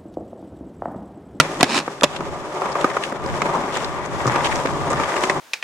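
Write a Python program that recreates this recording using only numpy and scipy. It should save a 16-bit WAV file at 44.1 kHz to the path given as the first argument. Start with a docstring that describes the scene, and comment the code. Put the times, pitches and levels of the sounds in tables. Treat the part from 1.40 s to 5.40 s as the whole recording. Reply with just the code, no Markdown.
"""A skateboarder pops his board, and its trucks strike a concrete ledge; each impact rings the deck.
The board slides briefly by stick-slip friction and slams down at about 0.6 s. He then pushes away
across a plaza: hard wheels rumble over grit and clack across joints, bearings hiss, and a shoe thuds
and scuffs. Throughout, a microphone follows close behind: air buffets its ports, and the big hits
overload it."""
import sys
import numpy as np
from scipy import signal
from scipy.fft import rfft, irfft, next_fast_len
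from scipy.io import wavfile
from scipy.ndimage import map_coordinates

SR = 44100
rng = np.random.default_rng(int(sys.argv[2]) if len(sys.argv) > 2 else 0)


def master_out(mix):
    """Clip the mix to full scale and print it as 16-bit PCM to the path in sys.argv[1]."""
    frames = np.transpose(np.atleast_2d(mix))
    ceiling = np.clip(frames, -1, 1)
    pcm = np.round(ceiling * 32767).astype(np.int16)
    wavfile.write(sys.argv[1], SR, pcm)


N = 176400

# Envelopes of wind, rumble, wheel noise, gritty upper mids, bearing hiss and slide: t/s, level/dB
WIND_LEVEL = [(0.45, -63), (0.7, -41), (0.86, -39), (1.05, -40), (1.15, -58), (1.4, -39.5), (1.7, -52),
              (1.86, -30), (1.94, -30), (2.01, -39), (2.2, -43), (2.33, -37), (2.6, -39), (2.88, -31.5),
              (3.1, -33), (3.48, -32), (3.58, -24.5), (3.72, -47), (4, -39)]
RUMBLE_LEVEL = [(0, -35.5), (0.2, -33.5), (0.55, -42.5), (0.8, -36), (1.15, -41.5), (1.6, -38),
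                (2.1, -32.5), (2.6, -37), (2.95, -33), (3.55, -30), (3.72, -43), (4, -30.5)]
ROLL_LEVEL = [(0, -26.5), (0.19, -27.5), (0.42, -32.5), (0.58, -32.5), (0.7, -30), (0.82, -28),
              (1.1, -28.5), (1.26, -24), (1.52, -26), (1.8, -28), (1.98, -26), (2.15, -22), (2.3, -26),
              (2.68, -26.5), (2.97, -22.5), (3.2, -24), (3.45, -25), (3.8, -23), (4, -24)]
WHIRR_LEVEL = [(0, -32), (0.2, -37), (0.5, -43.5), (1.1, -40.5), (1.3, -34.5), (1.55, -34), (1.78, -40.5),
               (2.1, -32), (2.3, -34), (2.7, -34.5), (2.98, -26.5), (3.15, -32.5), (3.4, -38), (3.6, -28),
               (3.78, -28.5), (4, -36.5)]
BEARING_LEVEL = [(0.0, -40), (0.17, -44.5), (0.44, -49), (1.12, -49.5), (1.3, -46.5), (1.68, -45),
                 (1.78, -53.5), (1.95, -44.5), (2.15, -45), (2.27, -47), (2.42, -43), (2.6, -50),
                 (2.8, -44), (3.1, -39.5), (3.44, -47), (3.62, -40.5), (3.87, -38), (3.97, -45)]
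SLIDE_LEVEL = [(0.24, -29), (0.28, -32.5), (0.303, -21), (0.335, -20.5), (0.352, -17.5), (0.38, -15.5),
               (0.393, -18.5), (0.403, -31), (0.44, -43)]

# Spectra of the continuous sounds: f/Hz, level/dB
WIND_SPECTRUM = [(20, -26), (50, -2.5), (85, 5), (130, -6.5), (220, -8.5), (600, -62)]
RUMBLE_SPECTRUM = [(40, -13.5), (90, -16), (125, -3.5), (150, 3), (200, -3.5), (350, 0), (900, -60)]
ROLL_SPECTRUM = [(80, -35), (200, -27), (370, 2), (480, -3.5), (750, -1), (1180, -3), (1500, -13),
                 (2200, -20), (3000, -22.5), (4300, -29.5), (9000, -57)]
SING_SPECTRUM = [(400, -21), (750, -1.5), (930, 1), (1200, 0.5), (1400, -12), (2000, -46), (4000, -60)]
WHIRR_SPECTRUM = [(700, -33), (1400, 5.5), (1900, 5.5), (2350, 1), (2900, -9.5), (3500, -6), (4300, -28),
                  (8000, -45)]
BEARING_SPECTRUM = [(800, -27), (1800, 4.5), (3500, 4.5), (4300, 1.5), (5500, 3.5), (7500, 1), (9500, -6),
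                    (12000, -14), (15000, -27)]
# Spectra of the brief contacts: f/Hz, level/dB
SCUFF_SPECTRUM = [(300, -36), (1500, 16.5), (3000, 9.5), (7500, 7), (11000, -0.5), (15000, -13)]
KNOCK_SPECTRUM = [(80, -50), (200, -1.5), (350, -4), (600, -4.5), (1250, -1), (1700, -11.5), (3000, -35.5)]
CLICK_SPECTRUM = [(500, -34), (1400, 0), (2300, 7.5), (3000, -4), (4500, -9), (7500, -12), (11000, -29),
                  (15000, -73)]
SLIDE_SPECTRUM = [(70, -12), (130, -16), (215, -7.5), (330, -1.5), (560, -8), (850, 0), (1150, -0.5),
                  (1450, -7.5), (1750, -2.5), (2150, -11), (2600, -2), (3200, -13), (3900, -6), (5300, -13),
                  (8500, -17), (11000, -27), (15000, -34)]
CRACK_SPECTRUM = [(100, -27), (250, 1), (900, -27), (1600, 1), (3300, 2.5), (5500, -5), (8500, -11.5),
                  (11000, -17.5), (15000, -27)]
# Responses of the microphone to close sounds and of the plaza: f/Hz, gain/dB
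MIC_RESPONSE = [(20, -26), (60, -16), (100, -8.5), (140, 1), (9000, -1), (12500, -7.5), (15000, -15)]
PLAZA_RESPONSE = [(200, -33), (2000, 12), (3500, 7), (10000, 3.5)]

# Left-right correlation of wind, rumble, the ride and the trick: f/Hz, correlation/1
WIND_CORR = [(50, -0.77), (150, -0.85)]
RUMBLE_CORR = [(100, 1.0), (170, 1.0)]
RIDE_CORR = [(100, 1), (330, 1), (700, 0.92), (1300, 0.51), (2500, -0.023), (4000, -0.3), (7000, 0.26),
             (14000, -0.26)]
TRICK_CORR = [(300, 1), (1300, 0.8), (3000, 0.58), (7000, 0.38), (14000, .2)]
# Leftward lean of the wheels: t/s, left boost and right cut/dB
WHEEL_PAN = [(0, 0.5), (1.2, 1), (2.6, 1.67), (4, 1)]

# Resonances of the wheels and of the sliding deck: f/Hz, width/Hz, lift/dB
WHEEL_RINGS = [(391, 77, 2), (569, 87, 6.5), (976, 19, 5.5), (1203, 45, 5.5)]
DECK_RINGS = [(230, 66, 8), (2380, 130, 4), (2980, 100, 4.5), (3860, 110, 0), (5280, 160, 8)]
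# Normal modes of deck and trucks: f/Hz, level/dB, T60 before the cap/s
DECK_MODES = [(154, -17.5, 0.052), (249, -13, 0.046), (361, -9.5, 0.032), (595, -13.5, 0.049),
              (684, -8, 0.031), (976, -3, 0.021), (1194, 0, 0.016), (1680, -9.5, 0.043), (1940, -15, 0.061),
              (3590, -7.5, 0.013), (5316, -9.5, 0.023), (7200, -8.5, 0.018)]

# Soles scraping grip tape and pavement: t/s, duration/s, level/dB, centre f/Hz
SCUFFS = [(0.61, 0.0046, -20.5, 3520), (0.7, 0.1, -37.5, 3100), (0.76, 0.011, -27, 3400),
          (1.861, 0.0047, -26, 4900), (1.313, 0.022, -34, 4870), (1.408, 0.012, -31, 3320),
          (1.621, 0.042, -26, 2970), (2.314, 0.1, -29, 3280), (2.368, 0.0086, -26, 7300),
          (2.441, 0.015, -27, 4270), (2.655, 0.011, -37.5, 6600), (2.863, 0.032, -27.5, 5900),
          (3.041, 0.037, -18, 3070), (3.11, 0.024, -25, 2270), (3.154, 0.016, -25.5, 5760),
          (3.258, 0.01, -25, 2380), (3.494, 0.028, -29.5, 7300), (3.528, 0.012, -33, 6500),
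          (3.628, 0.022, -32, 3360), (3.848, 0.015, -30, 7000)]
# Take-off stamp, shifts of weight and pushes: t/s, level/dB, f/Hz
STEPS = [(0.0, -19.5, 153.2), (0.795, -27.5, 228), (1.242, -28.5, 197), (1.969, -35, 125),
         (2.145, -24.5, 172), (2.17, -24, 237), (2.856, -9, 122.5), (3.531, -19.5, 134), (3.594, -27, 190)]
# Wheels over joints and feet on the deck: t/s, level/dB, relative click/dB, ring f/Hz
KNOCKS = [(0.201, -20, -6, 613), (0.4787, -18.5, -14, 534), (0.6214, -14, -26, 544),
          (0.806, -20.5, -10, 388), (1.219, -15.5, -14, 980), (1.257, -17.5, -8, 560),
          (1.354, -14, -17, 1140), (1.444, -5.5, -13, 1235), (1.501, -26.5, 2, 1850),
          (1.568, -10.5, -13.5, 1080), (1.723, -17, -17, 355), (1.86, -21, -25, 1000),
          (2.0183, -11.5, -3.5, 980), (2.057, -16, -8.5, 580), (2.369, -19.5, -6, 1860),
          (2.856, -14, -22, 517), (2.876, -9.5, -23, 1020), (2.9585, -11.5, -4.5, 1170),
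          (3.253, -14.5, -30, 392), (3.258, -23.5, 4, 890), (3.271, -21.5, 0, 400),
          (3.507, -14.5, -17, 536), (3.533, -14, -20, 910), (3.599, -13.5, -8, 396), (3.61, -24.5, -3, 340),
          (3.636, -18, -4, 326), (3.765, -19, 3, 1050), (3.837, -12.5, 0.5, 960), (3.897, -14.5, 4.5, 725)]
# Pop, trucks onto the ledge, landing: t/s, level/dB, ring f/Hz, relative ring/dB, relative crack/dB
SLAMS = [(0.0, 1.5, 1384, 9.5, 0.5), (0.003, -12, 1940, 7.5, -4), (0.0095, -19.5, 2650, 10, 7),
         (0.2084, -11, 332, 0.5, 0), (0.2111, -8.5, 1120, 3.5, -6), (0.2294, -1.5, 729, 5.5, 1.5),
         (0.2311, -9, 267, 7.5, -20), (0.242, -22, 2090, 13, 6), (0.634, -6.5, 946, 1.5, 2),
         (0.6383, -5, 575, 8, -0.5), (0.642, -4.5, 597, -26, -1.5), (0.652, -22, 1830, -3, -16)]


def amp(db):
    """Amplitude ratio of a level in decibels."""
    return 10 ** (np.asarray(db) / 20)


def unit(x):
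    """Normalisation to rms 1."""
    return x / np.sqrt(np.mean(x ** 2) + 1e-20)


def along(points, hz):
    """Interpolation on a logarithmic frequency axis."""
    f, v = np.transpose(points)
    return np.interp(np.log(hz + 1), np.log(f + 1), v)


def level(rows):
    """Amplitude envelope, linear in decibels between points."""
    return amp(np.interp(np.arange(N) / SR, *np.transpose(rows)))


def wobble(rate, size=N):
    """Smooth random modulation with rate knots a second."""
    return map_coordinates(rng.standard_normal(8192), [np.arange(size) * rate / SR], mode="wrap")


def filtered(x, response):
    """Filtering as multiplication in the frequency domain."""
    m = next_fast_len(x.shape[-1] + 8192)
    return irfft(rfft(x, m) * response(np.fft.rfftfreq(m, 1 / SR)), m)[..., :x.shape[-1]]


def causal(x, spectrum):
    """Minimum-phase filtering: no sound precedes an onset."""
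    m = next_fast_len(N + 8192)
    log_gain = np.log(amp(along(spectrum, np.fft.rfftfreq(m, 1 / SR))))
    cepstrum = irfft(log_gain, m)
    fold = np.r_[1, np.full(m // 2 - 1, 2), np.zeros(m - m // 2)]
    return irfft(rfft(x, m) * np.exp(rfft(cepstrum * fold)), m)[..., :N]


def shaped(pair, spectrum, correlation, rings=()):
    """Mid-side mixing gives two independent signals a spectrum, correlation and resonances, at rms 1."""
    def response(hz):
        angle = np.arccos(np.clip(along(correlation, hz), -1, 1)) / 2
        lift = sum(db / (1 + (2 * (hz - centre) / width) ** 2) for centre, width, db in rings)
        return amp(along(spectrum, hz) + lift) * np.array([np.cos(angle), np.sin(angle)])
    mid, side = filtered(pair, response)
    return unit(np.array([mid + side, mid - side]))


def noise(size=N):
    """Two independent white noises."""
    return rng.standard_normal((2, size))


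def fade(t, t60):
    """Exponential decay by 60 dB in t60 seconds."""
    return np.exp(-np.log(1000) * t / t60)


def rise(t, tau):
    """Exponential onset with time constant tau."""
    return 1 - np.exp(-t / tau)


def mode(t, hz, t60):
    """Free vibration of a damped oscillator."""
    return fade(t, t60) * np.sin(2 * np.pi * hz * t)


def add(out, s, sound):
    """Superposition of a sound starting at s seconds."""
    i = max(0, round(s * SR))
    out[:, i:i + sound.shape[-1]] += sound[..., :N - i]


def panned(x, db):
    """Level-difference panning: left raised and right lowered by db."""
    return x * amp([[db], [-db]])


def grit(per_s, size_db):
    """Shot noise: sparse impulses of uneven size, as from grains under a wheel."""
    hits = rng.random(N) < per_s / SR
    sizes = amp(size_db * np.minimum(rng.exponential(size=N), 4))
    return unit(hits * sizes * noise())


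def plaza(x):
    """Reverberation: scatter from ledges and walls dies fast in the open air."""
    t = np.arange(SR // 2) / SR
    scatter = filtered(noise(len(t)), lambda hz: amp(along(PLAZA_RESPONSE, hz)))
    tail = scatter * fade(t, t60=0.4) * rise(t, tau=0.003)
    return signal.fftconvolve(x, tail / np.linalg.norm(tail[0]), axes=1)[:, :N]


def wind(gust_db=2.2):
    """Turbulent pressure drives the two microphone ports largely in antiphase."""
    gusts = noise() * amp(gust_db * wobble(rate=13))
    return level(WIND_LEVEL) * shaped(gusts, WIND_SPECTRUM, WIND_CORR)


def rumble():
    """Low-frequency vibration from rolling arrives in phase on both sides."""
    return level(RUMBLE_LEVEL) * shaped(noise(), RUMBLE_SPECTRUM, RUMBLE_CORR)


def wheels(bumps_db, sing_ref_db=-22.5, sing_power=3.12):
    """Forced vibration: rough concrete shakes wheels and deck, which sing steeply louder under load."""
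    def road():
        return amp(bumps_db) * (noise() + amp(-7) * grit(per_s=700, size_db=2))
    load = level(ROLL_LEVEL)
    roll = amp(-2) * load * shaped(road(), ROLL_SPECTRUM, RIDE_CORR, WHEEL_RINGS)
    sing_gain = amp(sing_ref_db - 1.5) * (load / amp(sing_ref_db)) ** sing_power
    sing = sing_gain * shaped(road(), SING_SPECTRUM, RIDE_CORR)
    flicker = amp(bumps_db + 0.98 * wobble(rate=110))
    crunch = flicker * (noise() + amp(-2) * grit(per_s=500, size_db=5.8))
    whirr = amp(-1.5) * level(WHIRR_LEVEL) * shaped(crunch, WHIRR_SPECTRUM, RIDE_CORR)
    return roll + sing + whirr


def bearings(bumps_db):
    """Rolling contact of the balls gives hiss and sparse ticks, modulated by the bumps."""
    flicker = amp(1.02 * bumps_db + 0.44 * wobble(rate=140))
    balls = flicker * (noise() + amp(-9) * grit(per_s=140, size_db=-4))
    return amp(5) * level(BEARING_LEVEL) * shaped(balls, BEARING_SPECTRUM, RIDE_CORR)


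def scuffs(grains_per_s=1500, rasp_db=4.5):
    """Sliding friction of a sole gives grainy, rasping noise with one broad peak."""
    out, size = np.zeros((2, N)), SR // 8
    for s, length, db, hz in SCUFFS:
        friction = noise(size) + amp(4) * unit(noise(size) * (rng.random(size) < grains_per_s / SR))
        n = int(np.clip(length * SR, 8, size))
        stroke = np.sqrt(np.abs(np.hanning(n)))
        rasp = unit(amp(rasp_db * wobble(rate=240, size=n)))
        scrape = shaped(friction, SCUFF_SPECTRUM, RIDE_CORR, rings=[(hz, 0.58 * hz, 14)])
        add(out, s, amp(db) * stroke * rasp * scrape[:, :n])
    return out


def steps():
    """Soft impact: each foot thuds as one low damped mode with a slow onset."""
    out, t = np.zeros((2, N)), np.arange(SR // 3) / SR
    for s, db, hz in STEPS:
        add(out, s, 2 * amp(db) * rise(t, tau=0.02) * mode(t, hz, t60=0.14))
    return out


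def knocks():
    """Damped impact: the loaded board knocks dully and rings briefly, and its trucks click."""
    out, t = np.zeros((2, N)), np.arange(SR // 8) / SR
    for s, db, click_db, ring_hz in KNOCKS:
        envelope = fade(t, t60=0.04) * rise(t, tau=0.0004)
        body = envelope * shaped(noise(len(t)), KNOCK_SPECTRUM, RIDE_CORR, WHEEL_RINGS)
        ring = mode(t, ring_hz, t60=0.024)
        click = fade(t, t60=0.037) * shaped(noise(len(t)), CLICK_SPECTRUM, RIDE_CORR)
        add(out, s, amp(db) * (amp(1) * body + amp(-2) * ring + amp(click_db) * click))
    return out


def slide(slip_db=3, pitch_drift=0.02, edge_hz=3000, brightening=0.24):
    """Stick-slip friction on the ledge drives the deck, brighter the harder it bites."""
    t = np.arange(N) / SR
    bite = level(SLIDE_LEVEL) * (t > SLIDE_LEVEL[0][0]) * (t < SLIDE_LEVEL[-1][0])
    grip = amp(slip_db * wobble(rate=343))
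    slips = unit(grip * (noise() + amp(-6.5) * grit(per_s=1500, size_db=3.5)))
    scrape = shaped(slips, SLIDE_SPECTRUM, TRICK_CORR, DECK_RINGS)
    # The resonances shift as the contact moves.
    position = np.cumsum(1 + pitch_drift * wobble(rate=21.9))
    scrape = np.array([map_coordinates(side, [position], mode="wrap") for side in scrape])
    edge = filtered(scrape, lambda hz: hz ** 2 / (hz ** 2 + edge_hz ** 2))
    return bite * (scrape + brightening * (bite / bite.max() - 0.5) * edge)


def slams(t60_cap=0.055):
    """Modal excitation: each blow cracks and rings the deck; where it lands selects the main ring."""
    out, t = np.zeros((2, N)), np.arange(SR // 5) / SR
    for s, db, ring_hz, ring_db, crack_db in SLAMS:
        modes = np.zeros(len(t))
        for hz, mode_db, t60 in DECK_MODES:
            weight = amp(mode_db + rng.normal(0, 1.8)) * rng.choice([-1, 1])
            modes += weight * mode(t, hz, min(t60, t60_cap))
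        ring_t60 = 0.027 * (1000 / ring_hz) ** 0.43  # low rings last longer
        ring = amp(ring_db) * mode(t, ring_hz, ring_t60)
        crack = amp(crack_db) * fade(t, t60=0.021) * shaped(noise(len(t)), CRACK_SPECTRUM, TRICK_CORR)
        add(out, s, amp(db) * (amp(-3.5) * modes + amp(-4.5) * ring + amp(1) * crack))
    return out


def scene():
    """Superposition of the close contacts, their reverberation, the rolling and the wind."""
    trick = panned(slams() + slide(), db=-0.5)
    footwork = panned(knocks() + scuffs() + steps(), db=0.3)
    close = causal(trick + footwork, MIC_RESPONSE)
    reverberation = amp(-25) * plaza(close)
    bumps_db = 1.43 * wobble(rate=47.1)  # wheels and bearings feel the same roughness
    rolling = wheels(bumps_db) + bearings(bumps_db)
    lean = level(WHEEL_PAN)
    return close + reverberation + rolling * np.array([lean, 1 / lean]) + rumble() + wind()


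def record(dry):
    """Saturation and band limiting: the microphone flattens big peaks and loses the highest treble."""
    ceiling, top_hz = 0.95, 15100
    saturated = dry / (1 + np.abs(dry / ceiling) ** 6) ** (1 / 6)
    return filtered(saturated, lambda hz: hz < top_hz)


dry = scene()
out = record(dry)
master_out(out)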